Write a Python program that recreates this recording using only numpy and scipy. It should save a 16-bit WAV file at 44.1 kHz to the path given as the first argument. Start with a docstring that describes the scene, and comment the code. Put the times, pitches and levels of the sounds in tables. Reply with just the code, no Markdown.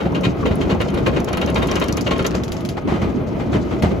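"""A roller coaster train rolls off the top of its lift into a wooden curve, heard from the front seat.
From the start, wheels and wind rumble, the track roars, the car body thumps and steel parts clack and ring.
Ratchet ticks, sparse at first, run at about 23 a second from 1 s and grow heavier as a chain rattles in.
By 2.7 s clacks, chain and ratchet die away and the car jolts over the track; one last tick falls at 3.8 s."""
import sys
import numpy as np
from scipy import signal
from scipy.fft import rfft, irfft
from scipy.io import wavfile

SR = 44100
rng = np.random.default_rng(int(sys.argv[2]) if len(sys.argv) > 2 else 0)


def master(y):
    """Save y as 16-bit WAV."""
    cut = np.clip(np.atleast_2d(y).T, -1, 1)
    pcm = np.round(cut * 32767)  # scale
    wavfile.write(sys.argv[1], SR, pcm.astype(np.int16))


N = 176400
TIME_S = np.arange(N) / SR

# Table levels are relative; each source adds its own gain.
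# stereo image: f/Hz, left-right likeness (clipped in use)
LIKENESS = [(60, -1), (130, 1.37), (260, 0.15), (500, 0.6), (1000, 0.16), (2000, 0.12), (3200, 0.47),
            (6500, 0.58), (8000, 1.04), (8700, -2.1), (9500, -1.02), (10200, 0.1), (12000, 3.5),
            (12900, -9), (14000, -0.3), (15000, -0.9)]
# stereo balance: f/Hz, left minus right/dB
BALANCE = [(60, 2), (170, -1), (400, 1.5), (950, 3.5), (1500, 1), (2400, 0.5), (4300, 4), (6500, 0),
           (12000, 0)]
# envelopes: t/s, level/dB
RUMBLE_LEVEL = [(0.0, -21.5), (0.26, -19.5), (0.28, -15), (0.34, -21), (0.75, -17.5), (0.77, -22.5),
                (1.19, -18), (1.24, -24.5), (1.53, -19), (2.84, -26), (2.9, -20.5), (3.0, -20),
                (3.05, -20.5), (3.13, -21.5), (3.49, -22.5), (3.55, -15), (3.63, -23), (3.81, -21.5),
                (3.84, -18.5), (3.92, -18), (4.0, -21)]
ROAR_LEVEL = [(0, -38), (.5, -34), (.66, -23.5), (.9, -34.5), (1.25, -29), (1.6, -27), (1.95, -31),
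              (2.28, -30), (2.55, -36), (2.85, -46), (3.1, -38.5), (4, -39)]
GRIND_LEVEL = [(0.0, -34), (0.43, -32), (1.16, -33.5), (1.58, -29.5), (2.25, -38.5), (2.41, -35.5),
               (2.61, -34), (2.74, -38), (3.01, -34.5), (3.31, -35.5), (4.0, -34)]
HISS_LEVEL = [(0.0, -50), (0.21, -48.5), (0.71, -40), (0.95, -46), (1.44, -45), (1.79, -37), (2.36, -51),
              (2.54, -49), (2.66, -50.5), (3.31, -49), (3.55, -50), (4.0, -46.5)]
CHAIN_LEVEL = [(1.1, -54), (1.35, -50), (1.52, -43), (1.75, -33), (1.85, -36), (1.95, -49), (2.15, -45),
               (2.36, -29.5), (2.5, -62)]
# noise spectra: f/Hz, level/dB
RUMBLE_SPECTRUM = [(13, -45), (22, -36), (59, 0.5), (118, -4), (174, -2.5), (225, 2), (313, -5.5),
                   (354, -6), (469, -11), (548, -11.5), (771, -21), (900, -19), (1170, -48), (1980, -120)]
GRIND_SPECTRUM = [(400, 4), (750, 6), (1300, 1), (1800, -7.5), (2800, -10.5), (4500, -22.5), (6500, -37),
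                  (16000, -26)]
HISS_SPECTRUM = [(2500, -2), (4500, 4.5), (6500, 3), (8500, -11), (11500, -12.5), (13000, -25),
                 (16000, -22)]
JOLT_SPECTRUM = [(40, -12), (120, 7), (400, 11), (700, 11.5), (1200, 4.5), (2200, -2.5), (4000, -10),
                 (6500, -21), (11000, -29), (16000, -34)]
CHAIN_SPECTRUM = [(600, -5), (1200, 13), (1800, 1), (2700, 2.5), (3600, -7), (4600, -10), (6000, -15),
                  (12000, -45)]
CLACK_SPECTRUM = [(900, -13), (1500, -2), (2200, 4.5), (2900, 4), (3500, -3.5), (4300, -7.5), (5000, -18.5),
                  (6300, -12.5), (8000, -25.5), (12000, -26), (16000, -35)]
KNOCK_SPECTRUM = [(120, -18.5), (350, 9), (550, 11), (750, 0.5), (1000, 2), (1400, -1.5), (2000, -6.5),
                  (4000, -19), (9000, -36.5)]
SNAP_SPECTRUM = [(1500, -32), (2800, -26), (4000, -1.5), (5000, 0.5), (6100, 6), (7200, 1), (9000, -19),
                 (16000, -46)]
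TOP_SPECTRUM = [(6000, -12.5), (8500, -5), (11000, 4), (12800, -2.5), (14500, -2.5), (16000, 2)]
CLUNK_SPECTRUM = [(800, -5), (1800, 5), (2900, 7), (4100, 1), (5200, 0.5), (7000, -21), (16000, -47)]
# resonances: f/Hz, level/dB, t60/s
DRONE_MODES = [(165, -2.5, 0.042), (352.8, -2.5, 0.24), (652.7, -9.5, 0.14)]
TRACK_MODES = [(378, 3, 0.054), (461, -1.5, 0.015), (650, -4, 0.086), (840, -7, 0.023)]
WHEEL_MODES = [(1247, -6, 0.14), (1485, -27, 0.21), (2056, -8, 0.014), (2425, -15, 0.064), (3020, -17, .07),
               (6030, -23, 0.056)]
CAR_MODES = [(85.3, -14.5, 0.2), (136, -6.5, 0.11), (175, 0.5, 0.11), (213.6, -5, 0.11), (296, -21, 0.04),
             (356, -6.5, 0.099), (484, -12, 0.031), (690, -16, 0.035), (1100, -19, 0.025)]
STEEL_MODES = [(1068, -6, 0.19), (1390, -7, 0.057), (1640, -11, 0.052), (1964, -12, 0.07),
               (2228, -11.5, 0.052), (2460, -13, 0.078), (2842, -10.5, 0.064), (3124, -10.5, 0.056),
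               (3723, -12, 0.04), (4230, -21.5, 0.04)]
# pawl resonances: ratio to pawl pitch, level/dB, t60/s
PAWL_MODES = [(.82, -5, .008), (1, -2, .011), (1.17, -5, .008), (1.93, -4, .01)]
# blows to the car body: t/s, level/dB
THUMPS = [(0.061, -5), (0.270, -3), (0.509, -3), (0.726, -3), (0.801, -11.5), (0.935, -9.5), (1.072, -11),
          (1.167, -12.5), (1.605, -15), (1.714, -28), (2.112, -14), (2.206, -5.5), (2.922, -3),
          (3.029, -5.5), (3.053, -7), (3.545, -8.5), (3.566, -10), (3.836, 3), (3.871, -4)]
# jolts on the track: t/s, level/dB, hold/s, t60/s
JOLTS = [(2.766, -25, 0.021, 0.045), (2.872, -23, 0.051, 0.29), (2.935, -26, 0.023, 0.34),
         (3.014, -21, 0.0095, 0.31), (3.395, -26, 0.013, 0.26), (3.526, -20, 0.029, 0.21),
         (3.706, -25.5, 0.031, 0.14), (3.821, -18, 0.028, 0.19), (3.903, -26, .017, 0.14)]
# hollow notes of the running gear: t/s, level/dB, f/Hz
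TOCKS = [(0.063, -24, 710), (.120, -28, 990), (.426, -24.5, 1150), (0.747, -22.5, 710), (0.858, -22, 630),
         (1.212, -22, 644), (1.302, -23, 637), (2.772, -27.5, 760)]
# steel clacks under the cars: t/s, ring level/dB, knock level/dB, chatter/s
CLACKS = [(0.0004, -26, -18, 0.0041), (0.0507, -32, -21.5, 0.0042), (0.142, -25, -25, 0.022),
          (0.2317, -18, -29.5, 0.025), (0.4516, -21.5, -21.5, 0.019), (0.507, -29, -21.5, 0.0052),
          (0.606, -23, -29, 0.015), (0.6905, -22.5, -22.5, 0.028), (0.799, -21.5, -19, 0.016),
          (0.88, -29, -46, 0.008), (0.935, -32, -27, 0.023), (0.9696, -26, -18, 0.0057),
          (1.058, -16.5, -14.5, 0.0093), (1.119, -37, -27.5, 0.042), (1.1607, -21, -18.5, 0.0077),
          (1.274, -25, -24, 0.0084), (1.3264, -22, -23, 0.0093), (1.368, -23.5, -20.5, 0.0061),
          (1.4107, -18, -20, 0.007), (1.47, -27, -22.5, 0.019), (1.5534, -16.5, -15.5, 0.0097),
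          (1.616, -20.5, -21, 0.012), (1.6806, -23, -25, 0.0095), (1.708, -25, -20, 0.012),
          (1.7534, -20.5, -19.5, 0.011), (1.811, -20, -16, 0.014), (1.8794, -26, -23.5, 0.011),
          (1.9684, -24, -25, 0.011), (2.0608, -20.5, -19.5, 0.012), (2.1059, -14.5, -15.5, 0.0069),
          (2.155, -29, -23, 0.0044), (2.187, -18, -17.5, 0.0054), (2.2414, -22.5, -17, 0.012),
          (2.337, -37, -23, 0.014)]
# ratchet ticks: t/s, snap level/dB, top-octave level/dB, t60/s, pawl f/Hz
TICKS = [(0.1203, -39.5, -56, 0.044, 5600), (0.209, -36, -54, 0.15, 5600), (0.555, -44, -40.5, 0.021, 5700),
         (0.814, -31.5, -39, 0.03, 5600), (0.9014, -35, -54, 0.035, 5650), (0.944, -34, -44, 0.039, 5650),
         (0.9864, -41, -54, 0.035, 5600), (1.072, -33, -46, 0.048, 5640), (1.115, -39, -56, 0.035, 5600),
         (1.2013, -28, -45, 0.033, 6100), (1.245, -26, -38, 0.016, 7050), (1.2868, -28, -48, 0.043, 5620),
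         (1.33, -27, -41, 0.038, 5780), (1.372, -27.5, -33.5, 0.038, 5350), (1.414, -25, -41, 0.039, 5130),
         (1.461, -27, -45, 0.035, 5360), (1.5006, -33, -43.5, 0.032, 5530), (1.5444, -25, -46, 0.043, 5840),
         (1.5856, -39, -48, 0.035, 5600), (1.6292, -40, -42, 0.035, 5600),
         (1.6715, -24, -37.5, 0.051, 5620), (1.714, -20, -44, 0.055, 5950),
         (1.7558, -18.5, -41, 0.09, 5300), (1.799, -27, -39, 0.05, 6500), (1.8402, -27, -41.5, 0.035, 5700),
         (1.884, -22, -35.5, 0.021, 5700), (1.925, -16.5, -40, 0.029, 5940),
         (1.97, -19.5, -36, 0.064, 6700), (2.0098, -17, -36, 0.063, 4910), (2.181, -32, -44, 0.027, 5630),
         (2.225, -29, -47, 0.03, 5260), (2.2646, -14, -35.5, 0.075, 6180), (2.3077, -28, -48, 0.05, 5500),
         (2.3504, -23.5, -49, 0.18, 4880), (2.4354, -24, -42, 0.1, 5150), (2.48, -30, -52, 0.07, 5300),
         (2.5194, -23.5, -39.5, 0.12, 4900), (2.5662, -32, -58, 0.16, 5400), (2.606, -39, -52, 0.069, 5600),
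         (2.6498, -28, -44, 0.11, 5200), (2.6887, -27, -42.5, 0.15, 5700),
         (3.8232, -25.5, -40.5, 0.082, 5590)]
# weight of the ticks: t/s, clunk re snap/dB
TICK_WEIGHT = [(0, -20), (1.5, -6), (2.0, -18), (2.3, -2), (2.7, 5.5)]


def from_db(db):
    """Decibels to gain."""
    return 10 ** (np.asarray(db) / 20)


def unit_rms(x):
    """Scale to rms 1."""
    return x / np.sqrt(np.mean(x ** 2) + 1e-20)


def at_hz(points, hz):
    """Read a table on a log-frequency axis."""
    f, value = np.transpose(points)
    return np.interp(np.log(np.maximum(hz, 1)), np.log(f), value)


def envelope(rows):
    """Gain over time from rows of t/s, level/dB."""
    return from_db(np.interp(TIME_S, *np.transpose(rows)))


def drift(rate_hz):
    """Slow random movement, rms about 1."""
    step, settle = 40, 2000
    r = np.exp(-2 * np.pi * rate_hz * step / SR)
    white = rng.standard_normal(N // step + settle + 2)
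    slow = signal.lfilter([1], [1, -2 * r, r * r], white)[settle:]
    return np.interp(np.arange(N) / step, np.arange(len(slow)), unit_rms(slow))


def bandpass(x, low_hz, high_hz):
    """Butterworth band-pass."""
    return signal.sosfilt(signal.butter(2, [low_hz, high_hz], "band", fs=SR, output="sos"), x)


def ring(x, hz, t60_s):
    """One mode: a unit click starts a decaying unit sine."""
    r, w = from_db(-60 / (t60_s * SR)), 2 * np.pi * hz / SR
    return signal.lfilter([0, np.sin(w)], [1, -2 * r * np.cos(w), r * r], x + 1e-18)


def resonate(x, modes):
    """Mode bank; levels are rms re a white drive."""
    return sum(from_db(db) * np.sqrt(4 * np.log(1000) / (t60_s * SR)) * ring(x, hz, t60_s)
               for hz, db, t60_s in modes)


def colour(x, spectrum):
    """Minimum-phase filter; white noise keeps its rms."""
    size = 2 * N
    gain = unit_rms(from_db(at_hz(spectrum, np.fft.rfftfreq(size, 1 / SR))))
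    cepstrum = irfft(np.log(gain))
    fold = np.r_[1, np.full(N - 1, 2), 1, np.zeros(N - 1)]
    return irfft(rfft(x, size) * np.exp(rfft(cepstrum * fold)))[..., :N]


def contacts(grain_db):
    """Dense stereo contact noise of uneven grain sizes, rms 1."""
    hz = np.fft.rfftfreq(N, 1 / SR)
    sizes = from_db(grain_db * np.repeat(rng.standard_normal(N // 30 + 1), 30)[:N])
    mid, side = rfft(rng.standard_normal((2, N)) * sizes)
    alike = np.clip(at_hz(LIKENESS, hz), -.98, .98)
    alike[hz < 100] = .95  # near-mono bass
    signs = np.array([[1], [-1]])
    pair = np.sqrt(1 + alike) * mid + signs * np.sqrt(1 - alike) * side
    return unit_rms(irfft(pair * from_db(signs * at_hz(BALANCE, hz) / 2), N))


def bursts(rows, attack_s):
    """Envelopes from rows of t/s, level/dB, hold/s, t60/s, summed in power."""
    power = np.zeros(N)
    for at_s, db, hold_s, t60_s in rows:
        start = int(at_s * SR)
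        t = TIME_S[:min(SR // 2, N - start)]
        fall_db = -60 * np.maximum(t - hold_s, 0) / t60_s
        power[start:start + len(t)] += (np.minimum(t / attack_s, 1) * from_db(db + fall_db)) ** 2
    return np.sqrt(power)


def rumble():
    """Low noise of wheels and wind; each half-octave swells by itself."""
    edges_hz = 20 * 2 ** np.arange(0, 6.1, .5)
    noises, out = [contacts(grain_db=1), contacts(grain_db=1)], 0
    for k, (low_hz, high_hz) in enumerate(zip(edges_hz, edges_hz[1:])):
        band_db = at_hz(RUMBLE_SPECTRUM, np.sqrt(low_hz * high_hz)) + 2.5 * drift(rate_hz=18.8)
        out = out + bandpass(noises[k % 2], low_hz, high_hz) * from_db(band_db)
    return envelope(RUMBLE_LEVEL) * unit_rms(bandpass(out, 33, 750))


def drone():
    """The rolling car rings steadily."""
    return from_db(-31.5) * unit_rms(resonate(contacts(grain_db=5.5), DRONE_MODES))


def roar():
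    """The wheels drive the low resonances of the wooden track."""
    track = unit_rms(resonate(contacts(grain_db=2.5), TRACK_MODES))
    return from_db(-1.5) * envelope(ROAR_LEVEL) * track


def rolling():
    """Steel wheels grind over the rails, ringing faintly and hissing."""
    force = contacts(grain_db=.5) * envelope(GRIND_LEVEL) * from_db(-.5 + 1.3 * drift(rate_hz=20))
    hiss = contacts(grain_db=1.5) * envelope(HISS_LEVEL) * from_db(-8.5 + 5.4 * drift(rate_hz=20))
    wheels = from_db(-11.5) * resonate(force, WHEEL_MODES)
    return colour(force, GRIND_SPECTRUM) + wheels + colour(hiss, HISS_SPECTRUM)


def thumps(gain_db=-9.5):
    """Soft blows ring the car body; mode strengths vary per blow."""
    at_s, db = np.transpose(THUMPS)
    spread_db = rng.normal(0, 1.6, (len(THUMPS), len(CAR_MODES)))
    out = np.zeros(N)
    for k, (hz, mode_db, t60_s) in enumerate(CAR_MODES):
        blows = np.zeros(N)
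        blows[(at_s * SR).astype(int)] = from_db(db + gain_db + mode_db + spread_db[:, k])
        out += ring(blows, hz, t60_s)
    return bandpass(out, 45, 1100)


def jolts():
    """The car knocks against the track and rattles down; the wheels ring."""
    force = from_db(-3) * bursts(JOLTS, attack_s=.005) * contacts(grain_db=1.5)
    return colour(force, JOLT_SPECTRUM) + from_db(-12) * resonate(force, WHEEL_MODES)


def tocks(hold_s=.0085, rub_t60_s=.044, ring_t60_s=.016):
    """Brief rubs in the running gear, each sounding one damped resonance."""
    grit, out = contacts(grain_db=1), 0
    for at_s, db, hz in TOCKS:
        rub = grit * bursts([(at_s, db, hold_s, rub_t60_s)], attack_s=.0038)
        out = out + resonate(rub, [(hz, 0, ring_t60_s)])
    return out


def chain(knocks_per_s=190, t60_s=.016):
    """Small links knock together at random."""
    knocks = (rng.random(N) < knocks_per_s / SR) * from_db(rng.uniform(-3, 4, N))
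    decay = from_db(-60 / (t60_s * SR))
    power = signal.lfilter([1], [1, -decay ** 2], knocks ** 2 + 1e-18)
    rattle = colour(np.sqrt(power) * contacts(grain_db=1), CHAIN_SPECTRUM)
    return from_db(-2) * envelope(CHAIN_LEVEL) * unit_rms(rattle)


def clacks(attack_s=.008, blow_t60_s=.12, knock_t60_s=.15, detune=.005, spread_db=2.5):
    """Steel parts chatter briefly: a dull knock and a ring whose modes vary per blow."""
    grit, force, steel = contacts(grain_db=3), np.zeros((2, N)), np.zeros((2, N))
    scatter = rng.standard_normal((len(CLACKS), len(STEEL_MODES), 2))
    for (at_s, db, _, hold_s), draws in zip(CLACKS, scatter):
        span = slice(int(at_s * SR), int(at_s * SR) + SR // 4)
        blow = bursts([(at_s, db - 8.5, hold_s, blow_t60_s)], attack_s)[span] * grit[:, span]
        modes = [(hz * (1 + detune * pitch), mode_db + 1 + spread_db * strength, t60_s)
                 for (hz, mode_db, t60_s), (pitch, strength) in zip(STEEL_MODES, draws)]
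        force[:, span] += blow
        steel[:, span] += resonate(blow, modes)
    knock_rows = [(at_s, db - .5, hold_s, knock_t60_s) for at_s, _, db, hold_s in CLACKS]
    knock = bursts(knock_rows, attack_s) * contacts(grain_db=3)
    return colour(force, CLACK_SPECTRUM) + colour(knock, KNOCK_SPECTRUM) + steel


def ratchet(attack_s=.00025, crack_t60_s=.014, tail_t60_s=.085, bounce_s=.0045):
    """Each tooth snaps the pawl, which rings at its own pitch, bounces twice and leaves a faint tail."""
    spread_db = rng.normal(0, 2.5, (len(TICKS), len(PAWL_MODES)))
    delays_s = (bounce_s * rng.uniform(.6, 1.4, (len(TICKS), 2))).cumsum(axis=1)
    losses_db = rng.uniform(-.4, 8, (len(TICKS), 2)).cumsum(axis=1)

    def snaps(levels_db, spectrum, t60_scale=1):
        grit, out = contacts(grain_db=1.5), np.zeros((2, N))
        for k, ((at_s, _, _, t60_s, hz), db) in enumerate(zip(TICKS, levels_db)):
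            span = slice(int(at_s * SR), int(at_s * SR) + SR // 5)
            crack = (at_s, db + 4.5, attack_s, crack_t60_s)
            body = (at_s, db, attack_s, t60_s * t60_scale)
            tail = (at_s, db - 24, attack_s, tail_t60_s)
            bounces = [(at_s + delay_s, db - loss_db, attack_s, crack_t60_s)
                       for delay_s, loss_db in zip(delays_s[k], losses_db[k])]
            force = bursts([crack, body, tail] + bounces, attack_s)[span] * grit[:, span]
            strike = bursts([crack], attack_s)[span] * grit[:, span]
            modes = [(hz * ratio, mode_db + own_db, ring_s)
                     for (ratio, mode_db, ring_s), own_db in zip(PAWL_MODES, spread_db[k])]
            out[:, span] += force + from_db(-7) * resonate(strike, modes)
        return colour(out, spectrum)

    times_s, snap_db, top_db, _, _ = np.transpose(TICKS)
    weight_db = np.interp(times_s, *np.transpose(TICK_WEIGHT))
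    snap = snaps(snap_db - 13.5, SNAP_SPECTRUM)
    top = snaps(top_db + 5, TOP_SPECTRUM, t60_scale=.82)
    clunk = snaps(snap_db - 13.5 + weight_db, CLUNK_SPECTRUM)
    return snap + top + clunk


def scene():
    """Stereo sum at the front seat."""
    mechanism = ratchet() + clacks() + chain() + tocks()
    return mechanism + jolts() + thumps() + rumble() + drone() + roar() + rolling()


def record(dry):
    """Low cut at 32 Hz; stopband from 16.8 kHz."""
    dry = signal.sosfilt(signal.butter(2, 32, "high", fs=SR, output="sos"), dry)
    return signal.sosfilt(signal.cheby2(14, 60, 16800, fs=SR, output="sos"), dry)


dry = scene()
out = record(dry)
master(out)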